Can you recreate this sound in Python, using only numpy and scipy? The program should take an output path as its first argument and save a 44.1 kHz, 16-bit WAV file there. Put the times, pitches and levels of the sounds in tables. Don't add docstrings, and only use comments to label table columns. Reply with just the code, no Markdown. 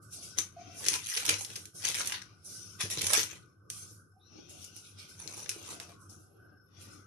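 import sys
import numpy as np
from scipy import signal
from scipy.fft import rfft, irfft, next_fast_len
from scipy.io import wavfile
from scipy.ndimage import uniform_filter1d

SR = 44100
rng = np.random.default_rng(int(sys.argv[2]) if len(sys.argv) > 2 else 0)


def log_audio(samples):
    frames = np.atleast_2d(samples).T
    limited = np.clip(frames, -1, 1)
    pcm = np.round(limited * 32767).astype(np.int16)
    wavfile.write(sys.argv[1], SR, pcm)


N = 311346
TIME = np.arange(N) / SR
STEPS = TIME[::32]

# (f/Hz, level/dB)
DRONE_SPECTRUM = [(25, -29), (45, -21.5), (72, -13), (98, 5.5), (130, -8.5), (185, -6), (240, -17.5),
                  (320, -11), (480, -18.5), (650, -29.5), (950, -37), (1200, -14.5), (1350, -18.5),
                  (1520, -11), (1800, -58), (3500, -60), (5500, -56), (14000, -53.5)]
# (t/s, half width/s, level change/dB)
DRONE_DIPS = [(1.139, 0.035, -20), (1.718, 0.021, -12.5), (2.421, 0.065, -4), (3.584, 0.094, -7.5),
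              (4.2, 0.18, -9), (4.85, 0.24, -3.5), (6.29, 0.094, -8), (6.62, 0.14, -7.5)]
# (f/Hz, level/dB)
HIGH_TONES = [(5330, -90), (10450, -101), (11300, -92.5)]
# (t/s, rise/s, hold/s, hiss/dB, rub re hiss/dB, pan/dB)
BRUSH_STROKES = [(0.029, 0.013, 0.0061, -58.5, -6, -6.5), (0.132, 0.028, 0.013, -43.5, 0.5, -0.5),
                 (0.234, 0.044, 0.012, -44, 4.5, 1), (0.791, 0.065, 0.029, -43.5, -16, 1.5),
                 (1.5, 0.051, 0.12, -53, 4, -3), (1.751, 0.013, 0.095, -46.5, -7, 2.5),
                 (2.454, 0.02, 0.12, -47.5, -21, -2.5), (2.62, 0.21, 0.13, -54.5, 4.5, 1.5),
                 (3.702, 0.0062, 0.12, -46.5, 1.5, -0.5), (3.909, 0.071, 0.011, -51.5, -30, -0.5),
                 (4.495, 0.0062, 0.0081, -49, 0, 2.5), (4.629, 0.13, 0.0072, -49.5, 7, 2),
                 (4.767, 0.049, 0.014, -50, 2, 1), (4.852, 0.04, 0.013, -54.5, 11, -0.5),
                 (4.992, 0.022, 0.0064, -55, 17.5, -8.5), (5.094, 0.018, 0.011, -51, 6, -0.5),
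                 (6.017, 0.031, 0.0054, -60, -26, -7), (6.098, 0.0089, 0.0041, -50.5, -7, 2.5),
                 (6.204, 0.029, 0.014, -62.5, -19, -0.5), (6.817, 0.039, 0.0085, -52, 7.5, -0.5),
                 (6.923, 0.039, 0.012, -55.5, -18, 1.5)]
# (f/Hz, level/dB)
HISS_SPECTRUM = [(3000, -19), (5000, -4.5), (7500, -1.5), (10000, -4), (12000, -7), (14000, -8.5),
                 (15000, -32.5)]
RUB_SPECTRUM = [(400, -25.5), (900, -35.5), (1800, -11), (2400, 6), (3200, 6.5), (4500, 1.5), (6200, -5),
                (8000, -19), (13000, -30)]
PRESS_SPECTRUM = [(50, -15.5), (130, -5.5), (320, 8), (480, -2.5), (700, -3), (1100, -22.5), (2500, -47.5)]
# (t/s, rise/s, hold/s, rub/dB, resonance f/Hz, dull handling/dB)
HAND_SLIDES = [(0.158, 0.043, 0.16, -57.5, 4960, -56.5), (0.604, 0.071, 0.15, -50.5, 2160, -58),
               (2.185, 0.074, 0.12, -62.5, 2320, -65), (2.503, 0.081, 0.12, -54, 5400, -68),
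               (4.34, 0.091, 0.06, -56, 2630, -53), (4.487, 0.052, 0.29, -61, 2750, -60),
               (4.993, 0.093, 0.059, -56, 2090, -63), (5.274, 0.051, 0.56, -54, 2500, -55.5),
               (6.108, 0.12, 0.41, -80.5, 2830, -61), (6.771, 0.078, 0.19, -55.5, 1990, -55.5)]
# (f/Hz, level/dB)
SLIDE_SPECTRUM = [(900, -31), (1600, -13.5), (2100, -2.5), (3200, 3), (4500, 2), (6200, -1.5),
                  (8000, -21.5), (13000, -24)]
HANDLING_SPECTRUM = [(50, -14.5), (130, -2), (320, 11.5), (480, -3), (750, -1.5), (1000, -15.5),
                     (2500, -47)]
# (t/s, rise/s, hold/s, crackle/dB, flex re crackle/dB, drag/dB, pan/dB)
PAPER_PUSHES = [(0.381, 0.015, 0.0059, -41, -3.5, -46.5, -0.5), (0.859, 0.07, 0.098, -38, -7, -49.5, 2.5),
                (1.139, 0.19, 0.058, -39, -5, -64.5, 0.5), (1.287, 0.077, 0.045, -39, -2, -46, -1.5),
                (1.397, 0.018, 0.0065, -37, -18, -51.5, -2.5), (1.563, 0.17, 0.0068, -50.5, -8, -57, -1.5),
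                (1.851, 0.043, 0.057, -37.5, -7, -49.5, 3), (1.948, 0.0081, 0.064, -38, -5, -53, -1),
                (2.059, 0.048, 0.032, -45, -1.5, -50, -4.5), (2.121, 0.0048, 0.0098, -47, 7, -50.5, 1),
                (2.81, 0.017, 0.013, -38, -2, -49, 0), (2.902, 0.005, 0.036, -42.5, -6.5, -48, 1),
                (2.975, .008, 0.042, -42, -2, -50, -0.5), (3.029, .008, 0.045, -38.5, -8.5, -47.5, 1),
                (3.073, .006, 0.054, -33, -9, -46, -0.5), (3.136, 0.012, 0.057, -28, -6, -40.5, 0),
                (3.303, 0.023, 0.0058, -46, -3, -53.5, 1), (5.208, 0.035, 0.0059, -48, -7, -61, -0.5),
                (5.371, 0.25, 0.06, -49.5, -11, -54, -1), (5.516, 0.15, 0.1, -56, -7.5, -61, -2),
                (5.713, 0.13, 0.012, -45, -11.5, -50.5, -0.5),
                (5.804, 0.0028, 0.02, -53.5, -10.5, -53.5, 2), (5.897, 0.037, 0.011, -58.5, -6, -53.5, 1.5)]
# (f/Hz, level/dB)
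CRACKLE_SPECTRUM = [(1800, -7.5), (3000, -19.5), (4000, -6), (6000, 6), (8000, 5), (10000, 1.5),
                    (12000, 0.5), (13800, -6), (15000, -30.5)]
FLEX_SPECTRUM = [(500, -38.5), (900, -5.5), (1500, 1), (2300, 5.5), (3100, 3), (4200, 1), (7000, -26.5)]
DRAG_SPECTRUM = [(40, -27), (90, -7), (170, -7), (250, -4), (330, 0), (480, 0), (700, -6.5), (1100, -3),
                 (2500, -42.5)]
# (t/s, length/s, start f/Hz, end f/Hz, level/dB, roughness)
BRIEF_TONES = [(0.376, 0.033, 6150, 6270, -42.5, 0.77), (0.56, 0.069, 695, 707, -49.5, 0.29),
               (0.607, 0.24, 734, 660, -62, 0.92), (1.159, 0.047, 430, 506, -52.5, 0.3),
               (4.125, 0.094, 732, 795, -71, 0.95),  (4.192, 0.11, 3670, 4160, -73, 0.67),
               (4.217, 0.3, 5630, 5980, -78, 1.2), (5.682, 0.27, 690, 688, -63.5, 1.1),
               (5.895, 0.18, 1120, 1070, -66.5, 1), (6.369, 0.25, 1494, 1562, -67.5, 0.9)]
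# (t/s, level/dB, hardness as tilt of the modes/(dB per octave))
TRAY_BUMPS = [(0.382, -58, 12), (0.863, -44.5, 1.5), (0.882, -43.5, 0.5), (0.913, -45, 6),
              (1.282, -36.5, 2.5), (1.324, -51.5, -8.5), (1.894, -46.5, 7), (1.962, -49, -4),
              (2.834, -40, -8), (2.849, -39.5, 0.5), (2.973, -38, -0.5), (3.032, -36.5, -1.5),
              (3.178, -42.5, 12.5), (3.221, -48.5, -3.5), (3.913, -53, -6), (5.258, -48.5, 2),
              (5.56, -45.5, 6), (5.799, -53, 3), (6.778, -56, -10.5)]
# (f/Hz, level/dB, T60/s)
TRAY_MODES = [(98, 2.5, 0.44), (163, 3, 0.1), (254, -5, 0.044), (323.4, 4, 0.28), (462, 5.5, 0.073)]
# (f/Hz, level/dB)
THUD_SPECTRUM = [(50, -15), (110, 0), (220, -0.5), (330, 3), (520, -0.5), (800, -15.5), (2000, -34.5)]
# (t/s, level/dB, pan/dB, decay/s, rebound/dB, brightness/(dB per octave))
CREASE_SNAPS = [(0.3857, -8, 7, 0.0013, -3.5, 2.5), (0.8516, -19.5, 3.5, 0.0023, -6, -1),
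                (0.8625, -11, -6.5, .002, -3, -2), (0.8843, -3.5, 10, .0006, -10, 2.5),
                (0.9386, -9, 1.5, .002, -22, -2), (0.9543, -20.5, 18, 0.00087, -4, -4),
                (1.1701, -12.5, -2.5, .002, -2.5, -1), (1.1735, -9.5, -4.5, 0.0026, -0.5, -5),
                (1.2028, -19.5, -2.5, 0.0018, -2, 3.5), (1.252, -13, -15, 0.0015, 4, 0.5),
                (1.2627, -14.5, -1.5, 0.0021, -14, 3.5), (1.2911, -1.5, -10.5, .001, 4.5, -4.5),
                (1.293, -5.5, -7, 0.00083, -15.5, 0.5), (1.3005, -20, 13, 0.00081, -6, 1.5),
                (1.3405, -16.5, 14, 0.0012, -12, -7), (1.4477, -18, 6, 0.0017, -4, 2),
                (1.5, -25.5, -1, 0.00085, 4, -4), (1.557, -17, 0, 0.0032, 3, 0.5),
                (1.655, -26.5, -6, 0.00068, -5, 1), (1.849, -11.5, -7, 0.00094, -15, -1.5),
                (1.8523, -9.5, 14, 0.00064, -16, -0.5), (1.887, -12.5, 6, 0.0015, -10, 2),
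                (1.9, -25, -2, .0008, -12, 3), (1.9442, -16, 4, 0.00078, -9, -4),
                (1.9512, -21, 8, .001, -10, -7), (2.004, -19.5, -4, 0.0032, -4, -11.5),
                (2.057, -22, 7, 0.0013, 2.5, 7), (2.0728, -13.5, -4, 0.0015, -6, 4),
                (2.097, -20.5, 5, .002, -14, -6), (2.122, -13.5, -1, 0.0017, -5, -4),
                (2.2182, -25, 6, .0008, -4, -5.5), (2.813, -16, 12.5, 0.0015, -6.5, 0),
                (2.8293, -22.5, -2, .002, 0, -1), (2.908, -19.5, -10, 0.0014, -9.5, 2.5),
                (2.9737, -25.5, 8.5, .001, -11.5, -4.5), (2.993, -24, 3.5, .001, -9.5, -1.5),
                (3.016, -10.5, -15.5, 0.00086, -3, 0.5), (3.0669, -8.5, -10, 0.0017, -5.5, 0.5),
                (3.1337, -5, -12.5, .0006, -14, 4), (3.1362, -7.5, -9, .0014, -8.5, 2.5),
                (3.168, -14.5, -0.5, .0012, -5.5, -5.5), (3.2308, -16, 18, .001, -9, 1),
                (3.701, -17.5, -11.5, 0.00089, -12, 0.5), (4.6425, -30, 20, 0.0018, 3, 8),
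                (4.7642, -35, -28, 0.0015, -14, 4.5), (5.2758, -27, 44, 0.00084, -21, 4.5),
                (5.4603,  -29, 8.5, 0.002, -12, -7), (5.4924, -11.5, 2, 0.0017, -10, 1.5),
                (5.5146, -23.5, -3, .001, -12, -4), (5.7998, -20.5, -5, .0011, -21, -4)]
# (f/Hz, level/dB)
SNAP_SPECTRUM = [(200, -27), (900, -14.5), (1600, 1.5), (3000, 6), (4500, 1.5), (6500, 1.5), (10000, -2.5),
                 (12000, -4.5), (14500, -9.5)]
# (resonance f/Hz, Q)
MIC_PORTS = [(5950, 6.3), (10150, 6.4)]


def from_db(db):
    return 10 ** (np.asarray(db) / 20)


def rms_one(x):
    return x / np.sqrt(np.mean(x ** 2) + 1e-20)


def colour(x, spectrum, size=8192):
    hz, db = np.transpose(spectrum)
    grid = np.maximum(np.arange(size // 2 + 1) * SR / size, 1)
    magnitude = from_db(np.interp(np.log(grid), np.log(hz), db))
    cepstrum = irfft(np.log(magnitude))
    cepstrum[1:size // 2] *= 2
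    cepstrum[size // 2 + 1:] = 0
    response = irfft(np.exp(rfft(cepstrum)))[:size // 2]
    return signal.oaconvolve(x, response[None] / np.linalg.norm(response), axes=1)[:, :N]


def stereo_noise(correlation):
    mid, side = rng.standard_normal((2, N))
    return (np.sqrt(1 + correlation) * mid + np.sqrt(1 - correlation) * side * [[1], [-1]]) / np.sqrt(2)


def grains(per_s, spread_db, decay_s, smooth_share):
    sizes = from_db(spread_db * np.minimum(rng.exponential(1, N), 3.5))
    slips = (rng.random(N) < per_s / SR) * sizes ** 2
    power = signal.lfilter([1], [1, -np.exp(-2 / (decay_s * SR))], slips + 1e-18)
    return np.sqrt(smooth_share + (1 - smooth_share) * power / power.mean())


def patchy(x, spread_db, width_hz, hold_s, size=512):
    spectra = signal.stft(x, nperseg=size)[2]
    field = rng.standard_normal(spectra.shape) + rng.standard_normal(spectra.shape[1:])
    for axis, span in ((1, width_hz * size / SR), (2, 2 * hold_s * SR / size)):
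        field = signal.filtfilt([1], [1, -np.exp(-2 / span)], field, axis=axis, padtype=None)
    gain = rms_one(from_db(spread_db * np.clip(field / field.std(), -2, 2)))
    return signal.istft(spectra * gain, nperseg=size)[1][:, :N]


def gestures(table, fall_db_per_s, rise_db=19, rise_curve=1.13):
    full_s, rise_s, hold_s = np.transpose(table)[:3, :, None]
    early = np.maximum(full_s - STEPS, 0) / rise_s
    late = np.maximum(STEPS - full_s - hold_s, 0)
    return from_db(-np.minimum(rise_db * early ** rise_curve + fall_db_per_s * late, 200))


def power_sum(envelopes, db, pan_db=0):
    lean_db = np.array([[.5], [-.5]]) * pan_db
    gains = np.sqrt(from_db(db + lean_db) ** 2 @ np.square(envelopes))
    return np.array([np.interp(TIME, STEPS, gain) for gain in gains])


def appliance_drone(level_db=-57, coherent_below_hz=300):
    bass = signal.butter(1, coherent_below_hz, fs=SR, output="sos")
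    diffuse = patchy(stereo_noise(0.22), spread_db=5, width_hz=100, hold_s=.04, size=1024)
    air = diffuse + signal.sosfilt(bass, stereo_noise(1.0) - diffuse)
    dip_db = sum(db * np.exp(-((TIME - s) / width_s) ** 2) for s, width_s, db in DRONE_DIPS)
    return from_db(level_db + dip_db) * rms_one(colour(air, DRONE_SPECTRUM))


def high_tones(width_hz=60):
    out = 0
    for hz, db in HIGH_TONES:
        peak = signal.iirpeak(hz, hz / width_hz, fs=SR)
        band = signal.lfilter(*peak, rng.standard_normal((2, N)))
        out = out + from_db(db) * rms_one(signal.lfilter(*peak, band))
    return patchy(out, spread_db=6, width_hz=200, hold_s=.08)


def brush():
    db, rub_db, pan_db = np.transpose(BRUSH_STROKES)[3:]
    contacts = gestures(BRUSH_STROKES, fall_db_per_s=182)
    wet_trails = from_db(-18.5) * gestures(BRUSH_STROKES, fall_db_per_s=80)
    strokes = np.maximum(contacts, wet_trails)
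    flicks = grains(per_s=1200, spread_db=1.5, decay_s=.0006, smooth_share=.85)
    hiss = colour(stereo_noise(0.053) * flicks * power_sum(strokes, db, pan_db), HISS_SPECTRUM)
    rub = colour(stereo_noise(0.082) * flicks * power_sum(contacts, db + rub_db, pan_db), RUB_SPECTRUM)
    press = colour(stereo_noise(0.11) * power_sum(strokes, db - 13.5), PRESS_SPECTRUM)
    mix = from_db(-11) * hiss + from_db(-18) * rub + from_db([[-1.5], [-4.5]]) * press
    return patchy(mix, spread_db=5.5, width_hz=100, hold_s=.03)


def hands(resonance_q=4.5, resonance_db=11.5):
    rub_db, resonance_hz, dull_db = np.transpose(HAND_SLIDES)[3:]
    slides = gestures(HAND_SLIDES, fall_db_per_s=146.5)
    friction, rub = stereo_noise(0.08), 0
    for slide, db, hz in zip(slides, rub_db, resonance_hz):
        contact = friction * np.interp(TIME, STEPS, from_db(db) * slide)
        ring = signal.lfilter(*signal.iirpeak(hz, resonance_q, fs=SR), contact)
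        rub = rub + contact + from_db(resonance_db) * ring
    slips = grains(per_s=55, spread_db=1.1, decay_s=.02, smooth_share=.15)
    dull = colour(stereo_noise(0.098) * slips * power_sum(slides, dull_db), HANDLING_SPECTRUM)
    mix = from_db(-14) * colour(rub, SLIDE_SPECTRUM) + from_db([[-1.5], [-4.5]]) * dull
    return patchy(mix, spread_db=8, width_hz=50, hold_s=.062)


def paper_crinkle():
    db, flex_db, drag_db, pan_db = np.transpose(PAPER_PUSHES)[3:]
    spring_back = gestures(PAPER_PUSHES, fall_db_per_s=326.5)
    settling = from_db(-18.5) * gestures(PAPER_PUSHES, fall_db_per_s=129)
    pushes = np.maximum(spring_back, settling)
    buckles = grains(per_s=520, spread_db=2.2, decay_s=.0011, smooth_share=.07)
    crackle = colour(stereo_noise(0.19) * buckles * power_sum(pushes, db, pan_db), CRACKLE_SPECTRUM)
    flex = colour(stereo_noise(0.12) * buckles * power_sum(pushes, db + flex_db, pan_db), FLEX_SPECTRUM)
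    drag = colour(stereo_noise(0.25) * buckles * power_sum(pushes, drag_db), DRAG_SPECTRUM)
    mix = from_db(-7.5) * crackle + from_db(2.5) * flex + from_db([[.5], [-1.5]]) * drag
    folds = patchy(mix, spread_db=3, width_hz=900, hold_s=.02)
    return patchy(folds, spread_db=5, width_hz=100, hold_s=.016)


def squeaks_and_swell(relative_width=.12):
    out = np.zeros(N)
    for s, length_s, start_hz, end_hz, db, roughness in BRIEF_TONES:
        at, count = round(s * SR), round(length_s * SR)
        cycles = np.cumsum(np.linspace(start_hz, end_hz, count)) / SR
        noise = rng.standard_normal((2, 512))
        rasp = np.interp(cycles * relative_width, np.arange(512), noise[0] + 1j * noise[1])
        roughness = min(roughness, 1)
        amplitude = np.sqrt(1 - roughness) + np.sqrt(roughness) * rasp
        tone = np.real(amplitude * np.exp(2j * np.pi * cycles))
        out[at:at + count] += from_db(db) * signal.windows.tukey(count, .4) * rms_one(tone)
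    return out


def tray_ring(gain_db=-11, spread_db=2.5, detune=.05, lowest_hz=75):
    t = TIME[:SR // 4]
    out = np.zeros(N + len(t))
    hz, mode_db, t60 = np.array(TRAY_MODES).T[:, :, None]
    signs = (-1) ** np.arange(len(TRAY_MODES))
    octaves = np.log2(hz) - np.log2(hz).mean()
    for s, db, hardness in TRAY_BUMPS:
        strength, shift = rng.standard_normal((2, len(TRAY_MODES), 1))
        rings = np.exp(-np.log(1000) * t / t60) * np.sin(2 * np.pi * hz * (1 + detune * shift) * t)
        gains = from_db(db + gain_db + mode_db + hardness * octaves + spread_db * strength)
        at = round(s * SR)
        out[at:at + len(t)] += signs @ (gains * rings)
    low_cut = signal.butter(2, lowest_hz, "high", fs=SR, output="sos")
    return signal.sosfilt(low_cut, out[:N]) * from_db([[-.5], [.5]])


def dough_thuds(gain_db=-4, rise_s=.002, decay_s=.0071):
    out, t = np.zeros((2, N)), TIME[:SR // 8]
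    envelope = np.exp(-t / decay_s) * (1 - np.exp(-t / rise_s))
    for s, db, _ in TRAY_BUMPS:
        noise = rng.standard_normal((3, len(t)))
        thud = envelope * (noise[0] + .5 * noise[1:])
        at = round(s * SR)
        out[:, at:at + len(t)] += from_db(db + gain_db) * thud * from_db([[1], [-1]])
    return colour(out, THUD_SPECTRUM)


def paper_snaps(rise_s=.0004, flutter_db=-20, flutter_s=.012, ring_db=-24, ring_s=.00081,
                pivot_hz=5000, pan_share=.43, size=2048):
    out, t = np.zeros((2, N + size)), TIME[:size]
    octaves = np.log2(np.maximum(np.arange(size // 2 + 1) * SR / size, 700) / pivot_hz)
    flutter = from_db(flutter_db) * np.exp(-t / flutter_s)
    noises = rng.standard_normal((len(CREASE_SNAPS), 2, size))
    for (s, db, pan_db, decay_s, rebound_db, brightness), noise in zip(CREASE_SNAPS, noises):
        lag_s, fold_hz = rng.uniform(.0028, .0039), rng.uniform(2550, 4930)
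        flip = np.exp(-t / decay_s) * (1 - np.exp(-t / rise_s))
        flip /= flip.max()
        rebound = from_db(rebound_db) * np.interp(t - lag_s, t, flip)
        spectrum = rfft(noise * (flip + rebound + flutter))
        spectrum /= np.sqrt(uniform_filter1d(np.abs(spectrum) ** 2, size=160))
        crack = irfft(spectrum * from_db(brightness * octaves))
        fold = from_db(ring_db) * np.exp(-t / ring_s) * np.sin(2 * np.pi * fold_hz * t + noise[:, -1:])
        gains = from_db(db + pan_share * pan_db * np.array([[.5], [-.5]]))
        at = round(s * SR)
        out[:, at:at + size] += (crack + fold) * (1 - t / t[-1]) * gains
    return colour(out[:, :N], SNAP_SPECTRUM)


def kitchen(x, t60=.22, wet_db=-4.5, build_s=.0013, lowest_hz=350):
    t = TIME[:SR // 2]
    envelope = np.exp(-np.log(1000) * t / t60) * (1 - np.exp(-t / build_s))
    low_cut = signal.butter(1, lowest_hz, "high", fs=SR, output="sos")
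    tail = signal.sosfilt(low_cut, rng.standard_normal((2, len(t))) * envelope)
    tail /= np.linalg.norm(tail, axis=1, keepdims=True)
    return x + from_db(wet_db) * signal.oaconvolve(x, tail, axes=1)[:, :N]


def scene():
    work = paper_crinkle() + paper_snaps() + brush() + hands() + tray_ring() + dough_thuds()
    return kitchen(work + squeaks_and_swell()) + appliance_drone() + high_tones()


def record(dry):
    size = next_fast_len(N + SR // 2) // 2 * 2
    f = np.arange(size // 2 + 1) * SR / size
    ports = np.array([1 / (1 - (f / hz) ** 2 + 1j * f / (hz * q)) for hz, q in MIC_PORTS])
    heard = irfft(rfft(dry, size) * ports, size)[:, :N] * from_db([[.4], [-.4]])
    return signal.sosfilt(signal.ellip(10, .2, 70, 15000, fs=SR, output="sos"), heard)


dry = scene()
out = record(dry)
log_audio(out)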